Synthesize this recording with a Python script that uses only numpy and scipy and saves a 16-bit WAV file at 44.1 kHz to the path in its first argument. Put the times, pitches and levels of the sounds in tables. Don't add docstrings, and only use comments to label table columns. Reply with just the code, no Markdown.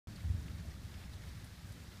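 import sys
import numpy as np
from scipy import signal
from scipy.fft import rfft, irfft, next_fast_len
from scipy.io import wavfile
from scipy.ndimage import uniform_filter1d, map_coordinates

SR = 44100
rng = np.random.default_rng(int(sys.argv[2]) if len(sys.argv) > 2 else 0)


def dump_mix(stems):
    frames = np.atleast_2d(stems).T
    limited = np.clip(frames, -1, 1)
    pcm = np.round(limited * 32767).astype(np.int16)
    wavfile.write(sys.argv[1], SR, pcm)


N = 88200
START_S, TOP_HZ = .072, 15400


def amp(db):
    return 10 ** (np.asarray(db) / 20)


def unit(x):
    return x / np.sqrt(np.mean(x ** 2) + 1e-20)


def curve(rows):
    return np.interp(np.arange(N) / SR, *np.transpose(rows))


def wobble(rate):
    return map_coordinates(rng.standard_normal(int(N * rate / SR) + 4), [np.arange(N) * rate / SR])


def filtered(x, response):
    m = next_fast_len(len(x) + SR // 4)
    return irfft(rfft(x, m) * response(np.fft.rfftfreq(m, 1 / SR)), m)[:len(x)]


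def coloured(x, points):
    f, db = np.transpose(points)
    return unit(filtered(x, lambda hz: amp(np.interp(np.log(hz + 1), np.log(f), db))))


def add(track, s, sound):
    part = track[max(round(s * SR), 0):][:len(sound)]
    part += sound[:len(part)]


# frequency in Hz, relative spectral level in dB.
RAIN_SPECTRUM = [(150, 0), (400, -3), (650, -2), (1000, -5), (1400, -4), (1850, -3), (2800, -8.5),
                 (3600, -6), (4600, -7), (6500, -11), (10000, -14.5), (15000, -18)]
def wash():
    level_db, patchy_db, flutter_db = -1, .5, .75
    spectrogram = signal.stft(rng.standard_normal(N), nperseg=512)[2]
    patches = uniform_filter1d(rng.standard_normal(spectrogram.shape), size=14, axis=0)
    patches = uniform_filter1d(patches, size=8, axis=1)
    hiss = signal.istft(spectrogram * amp(patchy_db * unit(patches)), nperseg=512)[1][:N]
    return amp(level_db + flutter_db * wobble(25.79)) * coloured(hiss, RAIN_SPECTRUM)


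def patter():
    level_db, drops_per_s, spread_db = -6.5, 2500, 2.5
    centre_hz, octaves, decay_cycles = 3750, 1.19, 1.8
    when, size, u, v = rng.random((int(drops_per_s * N / SR), 4)).T[:, :, None]
    hz = np.clip(centre_hz * 2 ** (octaves * np.sqrt(6) * (u - v)), 500, TOP_HZ)
    offsets = np.arange(SR // 200)
    cycles = hz * offsets / SR
    gain = amp(-spread_db * np.log(np.maximum(size, .01))) * hz / centre_hz
    ticks = gain * np.sin(2 * np.pi * cycles) * np.exp(-2 * cycles / decay_cycles)
    positions = (when * N).astype(int) + offsets
    drops = np.bincount(positions.ravel(), ticks.ravel(), N)[:N]
    flurries_db = wobble(35.15)
    return amp(level_db + flurries_db) * coloured(drops, RAIN_SPECTRUM)


def impact_envelope(t, db, t60_s, attack_s=.0018):
    return amp(db - 60 * t / t60_s) * (1 - np.exp(-t / attack_s))


def plinks():
    level_db, drops_per_s, spread_db = -11.5, 130, 1.5
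    centre_hz, octaves, t60_s = 2200, .85, .042
    out, t = np.zeros(N), np.arange(SR // 12) / SR
    for when, size, u, v in rng.random((int(drops_per_s * N / SR), 4)):
        hz = min(centre_hz * 2 ** (octaves * np.sqrt(6) * (u - v)), TOP_HZ)
        db = -spread_db * np.log(max(size, .05))
        add(out, when * N / SR, impact_envelope(t, db, t60_s) * np.sin(2 * np.pi * hz * t))
    return amp(level_db) * coloured(out, RAIN_SPECTRUM)


# time in seconds, level in dB.
RAIN_LEVEL = [(.07, -59), (.45, -59.5), (.8, -60), (1.2, -59), (1.55, -59.5), (2, -60)]
def rain():
    return amp(curve(RAIN_LEVEL)) * (wash() + patter() + plinks())


# start in seconds, level in dB, centre frequency in Hz, width in octaves,
# time to decay by 60 dB in seconds.
SPLASHES = [(.158, -53, 4550, 0.16, .04), (.157, -57.5, 8850, .2, .035), (0.4808, -44, 2310, .5, 0.017),
            (.516, -53, 4300, .25, .02), (.594, -54, 1900, 0.32, .029), (.635, -60, 626, 0.15, 0.21),
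            (.704, -56, 5140, .3, .045), (.939, -51.5, 2250, 0.87, 0.058), (1.012, -59.5, 2680, 0.46, .06),
            (1.035, -56.5, 2500, 0.31, .05), (1.048, -61, 5340, 0.12, .06),
            (1.134, -50.5, 4200, 0.22, 0.032), (1.219, -51, 3500, 0.55, 0.02),
            (1.234, -51, 1790, .3, 0.028), (1.237, -58, 11000, .6, .02), (1.283, -53, 1900, .9, .031),
            (1.293, -62, 4400, .15, .06), (1.373, -54.5, 1900, 0.67, .04), (1.441, -60.5, 9800, .3, 0.093),
            (1.682, -64.5, 8000, .6, 0.097), (1.719, -58, 8000, 0.56, 0.06), (1.918, -55, 3000, 0.35, .03),
            (1.971, -53, 4470, .3, 0.031)]
def splashes():
    out, t = np.zeros(N), np.arange(SR // 8) / SR
    for start, db, centre, octaves, t60_s in SPLASHES:
        noise = rng.standard_normal(len(t))
        spray = filtered(noise, lambda hz: np.exp(-.5 * (np.log2((hz + 1) / centre) / octaves) ** 2))
        add(out, start, impact_envelope(t, db, t60_s) * unit(spray))
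    return out


# time of the crest in seconds, peak level in dB, pitch in Hz.
THUMPS = [(.209, -41.5, 76), (.258, -32, 87), (.283, -32.5, 87.7), (.309, -25.5, 79.8), (.349, -28.8, 90),
          (.393, -40.5, 75.6), (0.469, -44, 99), (0.504, -39, 66.6), (.551, -40.5, 82), (.603, -42.5, 96),
          (.687, -38, 75), (.854, -39.5, 82), (0.959, -40, 75.6), (1.056, -42.5, 80), (1.086, -44.5, 67),
          (1.159, -42, 91), (1.286, -44.5, 77), (1.367, -45.5, 105), (1.435, -45.5, 111.5),
          (1.525, -47.5, 90), (1.66, -43.5, 90), (1.708, -40.5, 92)]
def thumps():
    width_s, octave_db = .013, -19
    out, t = np.zeros(N), np.arange(N) / SR
    for crest, db, hz in THUMPS:
        phase = 2 * np.pi * (hz * (t - crest) + rng.random())
        envelope = amp(db) * np.exp(-((t - crest) / width_s) ** 2)
        out += envelope * (np.sin(phase) + amp(octave_db) * np.sin(2 * phase))
    return out


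# frequency in Hz, relative spectral level in dB.
RUMBLE_SPECTRUM = [(10, -36), (22, -18), (40, -7.5), (66, 3), (95, -2), (120, -1), (143, -8), (170, -4),
                   (225, -10.5), (320, -18), (400, -25), (600, -34.5), (1200, -84)]
# time in seconds, level in dB.
RUMBLE_LEVEL = [(.07, -45.5), (.17, -50), (.4, -45.5), (.58, -47.5), (.75, -49.5), (.87, -50.5), (1, -51.5),
                (1.1, -50.5), (1.3, -50), (1.42, -50.5), (1.56, -57.5), (1.62, -51), (1.8, -51), (2, -53)]
def rumble():
    evenness = .48
    roll = coloured(rng.standard_normal(N), RUMBLE_SPECTRUM)
    running_rms = np.sqrt(abs(uniform_filter1d(roll ** 2, size=2600)) + 1e-6)
    return amp(curve(RUMBLE_LEVEL)) * unit(roll / running_rms ** evenness)


def scene():
    return (rumble() + thumps() + splashes() + rain())[None]


def record(dry):
    gate = np.arange(N) / SR >= START_S
    return filtered(dry[0] * gate, lambda hz: hz < TOP_HZ)[None]


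dry = scene()
out = record(dry)
dump_mix(out)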